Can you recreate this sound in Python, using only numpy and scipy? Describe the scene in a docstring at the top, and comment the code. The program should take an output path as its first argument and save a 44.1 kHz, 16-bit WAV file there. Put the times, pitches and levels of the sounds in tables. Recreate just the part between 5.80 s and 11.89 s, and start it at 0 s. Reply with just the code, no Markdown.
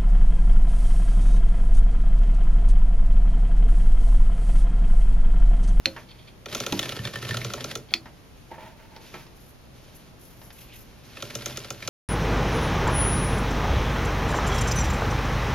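"""A pawl snaps over, then a ratchet clicks in two runs: warp is being wound on to a wooden table loom.
The pawl cracks and rings on each tooth, the beam slips in its bearings and knocks the frame and the
pine table, and threads rasp through the reed. A second snap ends the first run. In the pause, hands
and sticks bump and rub the frame and a hand smooths the yarn.
Ventilation and a faint mains hum fill the workroom."""
import sys
import numpy as np
from scipy import signal
from scipy.fft import rfft, irfft, next_fast_len
from scipy.io import wavfile

SR = 44100
rng = np.random.default_rng(int(sys.argv[2]) if len(sys.argv) > 2 else 0)


def to_wav(sig):
    """Store sig (one row per channel, or 1-D mono) as 16-bit WAV at the path in sys.argv[1].

    Samples outside -1..1 are clipped; the rate is SR.
    """
    pcm = np.clip(np.atleast_2d(sig), -1, 1) * 32767
    pcm = np.round(pcm).astype(np.int16)
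    wavfile.write(sys.argv[1], SR, pcm.T)  # frames by channels


N = 268569
TIME = np.arange(N) / SR
SLACK_DB = -60.5  # held warp between runs
SCRAPE_ATTACK_S, SCRAPE_RELEASE_S = 0.0037, 0.028
BOUNCE_RISE_S, RATTLE_T60_S = 0.0008, 0.02

# light sticks and uprights: mode_hz, level_db, t60_s
STICK_MODES = [(127, -10, 0.13), (350, -13.5, 0.21), (622, -9.5, 0.16), (883, -4, 0.1), (937, -5, 0.092)]
# wood-on-wood spectrum: freq_hz, level_db
CLACK = [(500, -26), (1300, 1.5), (1900, 0.5), (3300, 2), (4500, 0.5), (6500, -9.5), (10000, -12.5),
         (16000, -27.5)]


def from_db(db):
    """Decibels to gain."""
    return 10 ** (np.asarray(db) / 20)


def at_hz(points, hz):
    """Read a table on a log-frequency axis."""
    freqs, values = np.transpose(points)
    return np.interp(np.log(np.maximum(hz, 1)), np.log(freqs), values)


def colour(x, spectrum, unit_power=True):
    """Minimum-phase filter; spectrum rows: freq_hz, level_db."""
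    size = 2 * next_fast_len(N // 2 + SR // 10)
    gain = from_db(at_hz(spectrum, np.arange(size // 2 + 1) * SR / size))
    if unit_power:
        gain = gain / np.sqrt(np.mean(gain ** 2))
    cepstrum = irfft(np.log(gain))[:size // 2]
    cepstrum[1:] *= 2
    return irfft(rfft(x, size) * np.exp(rfft(cepstrum, size)))[..., :N]


def noise():
    """White noise as (mid, side), the layout of every source."""
    return rng.standard_normal((2, N))


def drift(rate_hz):
    """Smooth random curve, spread about 1."""
    knots = rng.standard_normal(N // 10)
    return np.interp(TIME * rate_hz, np.arange(len(knots)), knots)


def add(track, start_s, sound):
    """Mix a short sound into a track."""
    start = int(np.clip(round(start_s * SR), 0, N - 1))
    track[..., start:start + sound.shape[-1]] += sound[..., :N - start]


def strokes(rows, attack_s, release_s):
    """Gain that swells, holds and dies away; rows: start_s, length_s, level_db."""
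    gain = np.zeros(N)
    for start_s, length_s, db in rows:
        t = np.maximum(TIME - start_s, 0)
        release = np.exp(-np.maximum(t - length_s, 0) / release_s)
        gain += from_db(db) * (1 - np.exp(-t / attack_s)) * release
    return gain


def struck(times_s, db, modes, scatter_db):
    """Decaying modes of alternating sign, centred; strength scatters per blow and mode."""
    out = np.zeros((2, N))
    onsets = np.clip(np.round(times_s * SR).astype(int), 0, N - 1)
    for k, (hz, mode_db, t60_s) in enumerate(modes):
        blows = np.zeros(N)
        blows[onsets] = from_db(db + mode_db + scatter_db * rng.standard_normal(len(times_s)))
        radius, angle = from_db(-60 / (t60_s * SR)), 2 * np.pi * hz / SR
        poles = [1, -2 * radius * np.cos(angle), radius * radius]
        out[0] += (-1) ** k * signal.lfilter([0, np.sin(angle)], poles, blows + 1e-18)
    return out


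def pitched(modes, hz):
    """Modes given as ratios, set on a pitch."""
    return [(ratio * hz, db, t60_s) for ratio, db, t60_s in modes]


def flurries(times_s, db, rise_s, t60_s):
    """Each contact is a dying flurry of tiny impacts."""
    t, out = TIME[:SR // 4], np.zeros((2, N))
    shape = (1 - np.exp(-t / rise_s)) * np.exp(-np.log(1000) * t / t60_s)
    for start_s, level_db in zip(times_s, db):
        add(out, start_s, from_db(level_db) * rng.standard_normal((2, len(t))) * shape / shape.max())
    return out


def chatter(times_s, db, rise_s, t60_s, spectrum):
    """Flurries in the colour of the parts that touch."""
    return colour(flurries(times_s, db, rise_s, t60_s), spectrum)


def background():
    """Diffuse ventilation and faint mains hum."""
    # ventilation spectrum: freq_hz, level_db
    air = [(12, -39), (20, 2.5), (172, -1), (270, -5.5), (700, -13), (1660, -20.5), (4670, -28),
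           (7310, -31), (8180, -40), (8890, -24), (11100, -35.5), (13900, -32), (16000, -106)]
    # its side over mid: freq_hz, gain_db
    air_width = [(40, -3.5), (150, -5), (500, -2.5), (5000, 1.5), (12000, -9)]
    # mains partials: freq_hz, rms_db
    partials = [(60, -62), (120, -61.5)]
    mid, side = from_db(-51.5) * colour(noise(), air)
    hum = sum(np.sqrt(2) * from_db(db) * np.sin(2 * np.pi * hz * TIME + drift(13))
              for hz, db in partials)
    return np.array([mid + hum, colour(side, air_width, unit_power=False)])


def room(mid, wet_db, gap_s):
    """Diffuse tail, longest in the bass."""
    # room decay: freq_hz, t60_s
    decay = [(100, 0.71), (1000, 0.15), (4000, 0.087), (14000, 0.23)]
    t, tail = TIME[:SR // 2], 0
    edges_hz = np.geomspace(60, 16000, 9)
    for low_hz, high_hz in zip(edges_hz, edges_hz[1:]):
        bandpass = signal.butter(2, [low_hz, high_hz], "band", fs=SR, output="sos")
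        band = signal.sosfilt(bandpass, rng.standard_normal((2, len(t))))
        tail = tail + band * np.exp(-np.log(1000) * t / at_hz(decay, np.sqrt(low_hz * high_hz)))
    tail *= 1 - np.exp(-(t / gap_s) ** 2)
    tail /= np.sqrt(np.sum(tail[0] ** 2))
    return from_db(wet_db) * signal.fftconvolve(mid[None], tail, axes=1)[:, :N]


def yarn():
    """A hand on the threads: a narrow swish glides with its speed over hiss. The warp drags on wood."""
    # hand strokes: start_s, length_s, level_db, first_hz, last_hz
    smoothing = [(3.55, 0.16, -62.5, 11600, 11400), (4.145, 0.014, -50.5, 12500, 11500),
                 (4.39, 0.08, -59, 11000, 11340), (4.444, 0.16, -63, 14600, 12500),
                 (4.6, 0.077, -56.5, 12300, 11300), (4.721, .12, -54, 11400, 12100),
                 (4.93, 0.094, -55.5, 12100, 12700)]
    # yarn hiss: freq_hz, level_db
    hiss_spectrum = [(2000, -20), (6000, 0), (9000, -6), (11000, 1.5), (12500, 2), (14000, -10),
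                     (16000, -18)]
    # warp dragging over a beam: start_s, length_s, level_db
    drags = [(4.74, 0.088, -58.5), (4.88, 0.063, -52.5)]
    # drag noise: freq_hz, level_db
    drag_spectrum = [(1000, -33), (2000, 0), (2700, 4), (4500, -7), (12000, -30)]
    attack_s, release_s, width_hz = 0.0073, 0.025, 1600
    lowpass = signal.butter(2, width_hz / 2, fs=SR, output="sos")
    band = signal.sosfilt(lowpass, noise() + 1j * noise())
    swish = np.zeros((2, N))
    for start_s, length_s, db, first_hz, last_hz in smoothing:
        centre_hz = np.interp(TIME, [start_s, start_s + length_s], [first_hz, last_hz])
        glide = np.real(band * np.exp(2j * np.pi * np.cumsum(centre_hz) / SR))
        swish += strokes([(start_s, length_s, db)], attack_s, release_s) * glide
    hiss = strokes([row[:3] for row in smoothing], attack_s, release_s) * colour(noise(), hiss_spectrum)
    drag = strokes(drags, attack_s=0.019, release_s=0.035) * colour(noise(), drag_spectrum)
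    flicker = from_db(3.1 * drift(130))
    return (from_db(-4.5) * swish / band.real.std() + from_db(-3.5) * hiss + drag) * flicker


def stick_rub():
    """A stick rubs along the frame; uneven stick-slip keeps its modes sounding."""
    # rubs: start_s, length_s, ringing_db, grit_db
    rubs = [(2.703, 0.015, -41, -50), (2.788, 0.089, -46.5, -53), (2.967, 0.082, -57, -57.5),
            (3.11, 0.06, -50.5, -57), (3.33, 0.061, -57, -51)]
    start_s, length_s, *levels_db = np.transpose(rubs)
    ring_gain, grit_gain = (strokes(zip(start_s, length_s, db), attack_s=0.017, release_s=0.035)
                            for db in levels_db)
    slips = noise() * from_db(2.4 * drift(110))
    ringing = np.zeros((2, N))
    for k, (hz, db, t60_s) in enumerate(STICK_MODES):
        resonance = signal.iirpeak(hz, hz * t60_s / 6, fs=SR)
        ringing += (-1) ** k * from_db(db) * signal.lfilter(*resonance, slips)
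    grit = colour(slips, [(500, -11), (1200, 7.5), (2200, 7.5), (4000, -3), (8000, -13)])
    return ring_gain * ringing / ringing.std() + grit_gain * grit


def tap():
    """One stick strikes another: a clear, dry note."""
    # strikes: start_s, level_db
    taps = [(3.34, -36)]
    # struck stick: mode_hz, level_db, t60_s
    modes = [(355, -6.5, 0.19), (1320, -4, 0.12), (2406, -6, 0.18)]
    start_s, db = np.transpose(taps)
    return struck(start_s, db, modes, scatter_db=0)


def handling():
    """Hands and sticks bump the frame: hollow knock, woody scuff, dry tick."""
    # bumps: start_s, knock_db, scuff_db, tick_db
    bumps = [(0.163, -28.5, -37, -43), (1.776, -28.5, -45, -56), (2.256, -36, -44, -48),
             (2.714, -27, -45.5, -53), (2.739, -46, -51, -60), (2.779, -29.5, -47, -65),
             (2.815, -34.5, -48, -61), (3.163, -36.5, -67, -41.5), (3.341, -37, -41, -41),
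             (3.466, -62, -64, -48), (4.615, -45, -54.5, -49.5), (4.703, -50, -54, -44)]
    start_s, knock_db, scuff_db, tick_db = np.transpose(bumps)
    knock = struck(start_s, knock_db - 6, STICK_MODES, scatter_db=1)
    thud = chatter(start_s, knock_db - 16, rise_s=0.0012, t60_s=0.095,
                   spectrum=[(90, -9), (200, -6), (600, 1), (920, 1), (1200, -11), (3000, -62)])
    scuff = chatter(start_s, scuff_db, rise_s=0.00094, t60_s=0.16,
                    spectrum=[(900, -7), (1330, -8), (1520, -9.5), (1780, -4), (2100, -10),
                              (2450, -9.5), (3000, -18), (7000, -53)])
    tick = chatter(start_s, tick_db, rise_s=0.00046, t60_s=0.047,
                   spectrum=[(1500, 9), (3000, 7.5), (5500, 5), (8000, -14), (12000, -11), (16000, -37)])
    return knock + thud + scuff + tick


def creak():
    """The frame creaks as the load comes on to the pawl."""
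    # creaks: start_s, length_s, level_db
    creaks = [(2.11, 0.022, -45)]
    # creaking wood: freq_hz, level_db
    spectrum = [(560, -5), (730, 3), (900, -11), (1330, -10), (1700, -15), (6000, -27)]
    slips = noise() * from_db(2 * drift(170))
    return strokes(creaks, SCRAPE_ATTACK_S, SCRAPE_RELEASE_S) * colour(slips, spectrum)


def pawl_scrape():
    """The loaded pawl scrapes on its tooth; small uneven slips excite its resonances."""
    # scrapes: start_s, length_s, level_db
    scrapes = [(0.215, 0.02, -58), (0.285, 0.029, -51.5), (0.38, 0.048, -60.5), (0.455, 0.036, -56.5),
               (2.085, 0.033, -52)]
    spectrum = [(1500, -17), (2450, -5), (2850, -14), (3300, 1.5), (3900, -12), (4450, -4.5),
                (5000, -18), (9000, -41)]
    slips = noise() * from_db(5.2 * drift(149.4))
    return strokes(scrapes, SCRAPE_ATTACK_S, SCRAPE_RELEASE_S) * colour(slips, spectrum)


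def warp_pull():
    """Pull of the crank on the warp, as a gain."""
    # pull curve, one per run: time_s, level_db
    runs = [
        [(0.69, -47.5), (0.745, -39), (0.83, -42.5), (0.96, -38.5), (1.32, -46), (1.52, -40), (1.81, -45.5),
         (1.92, -43.5), (2.2, -86)],
        [(5.24, -58), (5.39, -46.5), (5.51, -45.5), (5.71, -43), (5.93, -50.5), (6.09, -45)],
    ]
    return sum(from_db(np.interp(TIME, *np.transpose(run), left=-120, right=-120)) for run in runs)


def warp():
    """Threads catch and let go in fine grains and the beam shakes the frame; both grow with the pull."""
    # slack warp shifting under handling: start_s, length_s, level_db
    shifts = [(0.03, 0.19, -54.5), (3.2, 0.23, -51.5), (3.95, 0.33, -58.5), (4.74, 0.58, -59)]
    # thread rasp: freq_hz, level_db
    rasp_spectrum = [(500, -7), (1000, -1), (1800, 0), (2600, 3), (4200, 0.5), (6500, -2.5), (8000, -14),
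                     (10000, -9), (12500, -6), (16000, -41)]
    # frame rumble: freq_hz, level_db
    rumble_spectrum = [(50, -11), (95, -11.5), (122, 9.5), (160, -8.5), (360, -7.5), (480, -21), (590, -5),
                       (750, -18), (1500, -21), (4000, -50)]
    rumble_db, working_pull_db = -44, -42
    shifting = strokes(shifts, attack_s=0.0082, release_s=0.024)
    drive = np.sqrt(warp_pull() ** 2 + shifting ** 2 + from_db(SLACK_DB) ** 2)
    grains = noise() * from_db(0.9 * drift(830) + 1.8 * drift(45))
    rasp = from_db(-3) * colour(grains, rasp_spectrum)
    rumble = from_db(rumble_db - working_pull_db) * colour(noise(), rumble_spectrum)
    return drive * (rasp + rumble)


def judder():
    """The turning beam catches in tiny uneven slips that grow with the pull."""
    slips_per_s = 110
    pull = warp_pull()
    caught = rng.random(N) < slips_per_s / SR
    start_s = TIME[caught & (pull > from_db(SLACK_DB))]
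    db = -1.5 + 5 * rng.uniform(-1, 1, len(start_s))
    return pull * chatter(start_s, db, BOUNCE_RISE_S, RATTLE_T60_S, CLACK)


def jolt():
    """The pull jolts the loom on its feet; the table top gives a heavy, hollow thud."""
    # jolts: start_s, level_db
    jolts = [(0.925, -24.5)]
    # table top: mode_hz, level_db, t60_s
    modes = [(202, -5, 0.12), (246, -4, 0.13), (287, -1, 0.08), (353.4, -5.5, 0.38), (683, -16, 0.26),
             (816, -10.5, 0.16), (960, -13, 0.18)]
    start_s, db = np.transpose(jolts)
    thud = chatter(start_s, db, rise_s=0.00092, t60_s=0.06,
                   spectrum=[(90, -10), (250, 5), (430, -1), (850, 3.5), (1100, -6.5), (3000, -36)])
    return struck(start_s, db, modes, scatter_db=-3.5) + thud


def frame(times_s, registers_db, modes_db, dense_db, travel_s):
    """Blows ring a few clear modes and many crowded ones; slower bending waves delay the bass."""
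    # registers, table boom to wooden clack: low_hz, high_hz, dense_t60_s
    registers = [(97.4, 183, 0.12), (186, 522, 0.15), (483.2, 840, 0.052), (1037, 1420, 0.0093)]
    # loom on its table: mode_hz, level_db, t60_s
    loom_modes = [(121.5, 8, 0.16), (235.5, -10, 0.32), (333.8, -2, 0.24), (409, -0.5, 0.15),
                  (482.8, 1, 0.032), (579, 6.5, 0.05), (1371, 2, 0.023), (1774, -12, 0.06)]
    out = np.zeros((2, N))
    for (low_hz, high_hz, dense_t60_s), db in zip(registers, registers_db):
        arrival_s = times_s + travel_s * np.sqrt(registers[0][0] / low_hz)
        bandpass = signal.butter(2, [low_hz, high_hz], "band", fs=SR, output="sos")
        dense = flurries(arrival_s, db + dense_db, 1 / high_hz, dense_t60_s)
        dense *= np.sqrt(SR / 2 / (high_hz - low_hz))  # makes up the power lost in the bandpass
        modes = [mode for mode in loom_modes if low_hz <= mode[0] < high_hz]
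        clear = struck(arrival_s, db + modes_db, modes, scatter_db=0.5)
        out += signal.sosfilt(bandpass, dense + clear)
    return out


def bearings():
    """The beam creeps, then lets go: dull clack, a tick pitched by the spot, ring and frame thump."""
    # slips under load: start_s, clack_db, boom_db, beam_db, tick_db, tick_hz
    slips = [(0.684, -36, -44, -60, -40, 3500), (0.7248, -24, -42, -48, -39, 3370),
             (0.835, -26.5, -46, -40, -34, 3460), (1.027, -22.5, -56, -35, -26, 3420),
             (1.0536, -27, -40, -42, -31, 3420), (1.12, -25.5, -30.5, -46, -24.5, 2900),
             (1.1641, -26.5, -32, -43, -34, 3350), (1.189, -34, -25, -37, -36, 3020),
             (1.2505, -24.5, -32.5, -36, -24.5, 3310), (1.271, -25, -32, -41, -30, 2730),
             (1.3353, -27, -28, -40, -42, 3400), (1.3554, -26, -27.5, -29, -30, 3040),
             (1.424, -25.5, -33, -38, -44, 3500), (1.448, -29.5, -33, -41, -31, 3180),
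             (1.489, -25, -24, -41, -29, 3420), (1.507, -25, -23, -26, -24, 3130),
             (1.5408, -23, -36, -41, -22.5, 1374), (1.613, -29.5, -44, -38, -27, 2160),
             (1.6996, -29.5, -36.5, -52, -30, 1355), (1.805, -26.5, -34, -43, -31, 3390),
             (1.911, -25, -49, -56, -38, 3180), (5.369, -34, -49, -47, -29, 2470),
             (5.502, -31.5, -51, -47, -31, 2320), (5.619, -30.5, -45, -51, -49, 3280),
             (5.844, -30, -48, -53, -43, 3300), (6.023, -29.5, -37, -43, -30.5, 2250)]
    # tick: pitch_ratio, level_db, t60_s
    tick_modes = [(1, 0, 0.015), (1.09, -3, 0.011)]
    # beam and crank: mode_hz, level_db, t60_s
    beam_modes = [(1788, 5.5, 0.047), (1870, -3.5, 0.022)]
    rise_s, t60_s, tick_lag_cycles = 0.003, 0.034, 6.05  # low ticks arrive later
    start_s, db, boom_db, beam_db = np.transpose(slips)[:4]
    lead_s = 0.007 * rng.uniform(0.5, 2, len(start_s))
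    creep = chatter(start_s - lead_s, db - 16, rise_s, t60_s, CLACK)
    clack = chatter(start_s, db - 7.5, rise_s, t60_s, CLACK)
    ticks = np.zeros((2, N))
    for slip_s, *_, tick_db, tick_hz in slips:
        arrival_s = np.array([slip_s + tick_lag_cycles / tick_hz])
        ticks += struck(arrival_s, tick_db, pitched(tick_modes, tick_hz), scatter_db=2.5)
    beam = struck(start_s + 0.00209, beam_db, beam_modes, scatter_db=0)
    registers_db = [boom_db, db - 10, db - 10, db - 2.5]
    thump = frame(start_s, registers_db, modes_db=-8, dense_db=-12.5, travel_s=0.00471)
    return creep + clack + ticks + beam + thump


def pawl_snaps():
    """The pawl hits its seat twice with a thin crack and rings; the frame then takes up the load."""
    # snaps: start_s, level_db, rebound_db, thump_db, knock_db, knock_hz, ring_hz, ring_db
    snaps = [(0.057, -12, -25, -33, -31, 540, 4300, -12), (2.138, -11, -0.5, -43, -44, 730, 4690, -12)]
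    # seated pawl: mode_hz, level_db, t60_s
    snap_modes = [(1620, -8, 0.005), (2590, -2, 0.0061), (3500, -0.5, 0.0049), (4260, -8, 0.017)]
    # metallic ring, pitched by the load: pitch_ratio, level_db, t60_s
    ring_modes = [(0.978, 2.5, 0.013), (1, -28, 0.12)]
    # frame taking the load: mode_hz, level_db, t60_s
    seat_modes = [(124, 0, 0.22), (237, -3, 0.2), (332, 1, 0.19)]
    rebound_s, take_up_s, knock_t60_s = 0.0009, 0.008, 0.11
    crack, body = np.zeros((2, 2, N))
    for start_s, db, rebound_db, thump_db, knock_db, knock_hz, ring_hz, ring_db in snaps:
        touches_s = np.array([start_s, start_s + rebound_s])
        # the two contacts share the energy
        share_db = np.array([0, rebound_db]) - 10 * np.log10(1 + from_db(rebound_db) ** 2)
        crack += struck(touches_s, db + 7 + share_db, snap_modes, scatter_db=1)
        crack -= struck(touches_s, ring_db + share_db, pitched(ring_modes, ring_hz), scatter_db=1)
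        loaded_s = touches_s[:1] + take_up_s
        body += struck(loaded_s, thump_db, seat_modes, scatter_db=5)
        body += struck(loaded_s, knock_db, [(knock_hz, 0, knock_t60_s)], scatter_db=3)
    start_s, db, _, thump_db = np.transpose(snaps)[:4]
    crack += chatter(start_s, db - 12, rise_s=0.0016, t60_s=0.02,
                     spectrum=[(1500, -5), (2400, -5), (3200, 4), (4200, -3), (5200, 1.5),
                               (7500, -9), (15000, -23)])
    body += flurries(start_s + take_up_s, thump_db + 7, rise_s=0.004, t60_s=0.11)
    highpass = signal.butter(4, 1050, "high", fs=SR, output="sos")
    lowpass = signal.butter(3, 680, fs=SR, output="sos")
    return signal.sosfilt(highpass, crack) + signal.sosfilt(lowpass, body)


def tooth_contacts(times_s, db):
    """A clean crack, its echoes from alternating sides, and a short rattle."""
    # echoes off side frame and table: lag_s, gain_db
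    echoes = [(0.0012, -7), (0.0043, -6)]
    out = flurries(times_s, db - 5, rise_s=0.0005, t60_s=RATTLE_T60_S)
    for start_s, crack_db in zip(times_s, db + 15.5):
        add(out, start_s, from_db(crack_db) * np.array([[1], [0]]))
        for k, (lag_s, echo_db) in enumerate(echoes):
            add(out, start_s + lag_s, from_db(crack_db + echo_db) * np.array([[1], [(-1) ** k]]))
    return out


def ratchet():
    """The pawl drops on each tooth with a broad crack, rings, bounces once and thumps the frame."""
    # pawl drops: start_s, click_db, edge_db, boom_db, blow_db
    teeth = [(0.6587, -22, -48, -53, -36), (0.7487, -15.5, -27, -44, -31), (0.8022, -19, -29, -46, -32),
             (0.8642, -16, -30, -45, -31.5), (0.9237, -10, -31, -31.5, -34),
             (0.9922, -9, -28.5, -50, -32.5), (1.0922, -14.5, -39, -50, -37),
             (1.5699, -15.5, -34, -53, -34), (1.6467, -25, -33, -33.5, -32.5),
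             (1.7364, -24, -31.5, -37, -32), (1.8428, -27, -33.5, -42, -33),
             (1.954, -17.5, -30.5, -41, -32), (5.424, -23, -35, -39, -34.5),
             (5.5524, -22.5, -29.5, -38, -34.5), (5.659, -20.5, -27, -54.5, -34),
             (5.7723, -21, -30.5, -76, -36), (5.9043, -24, -31.5, -41.5, -34.5),
             (6.0759, -17.5, -28, -45, -33)]
    # click: freq_hz, level_db
    click_spectrum = [(700, -36), (1350, -12), (1800, 0.5), (2200, -2.5), (2900, 4), (3600, 4), (4100, 7),
                      (4600, -16), (9000, -19)]
    # its sharp edge: freq_hz, level_db
    edge_spectrum = [(2500, -31), (4600, -8), (5250, 6), (5600, -1.5), (6000, 6.5), (7300, 0), (8000, -8),
                     (10000, -9.5), (13000, -11.5), (16000, -23)]
    # pawl and wheel: mode_hz, level_db
    pawl_modes = [(2440, 6), (2920, 2.5), (3570, 2.5), (4030, 7.5), (4480, 4), (5930, 3.5)]
    # three upper frame registers, low to high: offset_db
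    offsets_db = [-2, -1, 6.5]
    ring_t60_s, bounce_s = 0.019, 0.019
    start_s, click_db, edge_db, boom_db, blow_db = np.transpose(teeth)
    click = colour(tooth_contacts(start_s, click_db - 9), click_spectrum)
    modes = [(hz, db, ring_t60_s) for hz, db in pawl_modes]
    ringing = struck(start_s, blow_db - 2, modes, scatter_db=-0.5)
    edge = colour(tooth_contacts(start_s, edge_db + 3.5), edge_spectrum)
    bounce = chatter(start_s + bounce_s, edge_db - 11, BOUNCE_RISE_S, t60_s=0.012, spectrum=edge_spectrum)
    registers_db = [boom_db, *np.add.outer(offsets_db, blow_db)]
    thump = frame(start_s, registers_db, modes_db=-3, dense_db=-12, travel_s=0.00686)
    return click + ringing + edge + bounce + thump


def scene():
    """Loom and room at a close microphone pair; the loom arrives one sample earlier on the left."""
    # loom's side-channel gain: freq_hz, gain_db
    width = [(100, -17.5), (1000, -19.5), (2000, -16), (4000, -11.5), (9000, 1.5), (16000, -3.5)]
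    # left over right: freq_hz, gain_db
    balance = [(100, -1.4), (2000, -1.5), (4000, 0), (12000, 3)]
    loom = ratchet() + bearings() + judder() + jolt() + creak()
    loom = loom + tap() + handling() + stick_rub() + warp() + yarn() + pawl_scrape()
    snap = pawl_snaps()
    mid, side = loom + snap + room(loom[0] + from_db(-1.5) * snap[0], wet_db=-10, gap_s=0.0021)
    side = colour(side, width, unit_power=False)
    left = colour(mid + side, [(hz, db / 2) for hz, db in balance], unit_power=False)
    right = colour(mid - side, [(hz, -db / 2) for hz, db in balance], unit_power=False)
    right = np.concatenate([[0], right[:-1]])
    air_mid, air_side = background()
    return np.array([left + air_mid + air_side, right + air_mid - air_side])


def record(dry):
    """The microphone ports notch the treble and the top is cut; the loudest peaks are held to a ceiling."""
    notch_hz, cutoff_hz = 8300, 16300
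    notched = signal.lfilter(*signal.iirnotch(notch_hz, Q=4.5, fs=SR), dry)
    lowpass = signal.ellip(10, 0.1, 80, cutoff_hz, fs=SR, output="sos")
    return signal.sosfilt(lowpass, np.clip(notched, -0.85, 0.85))


dry = scene()
out = record(dry)
to_wav(out)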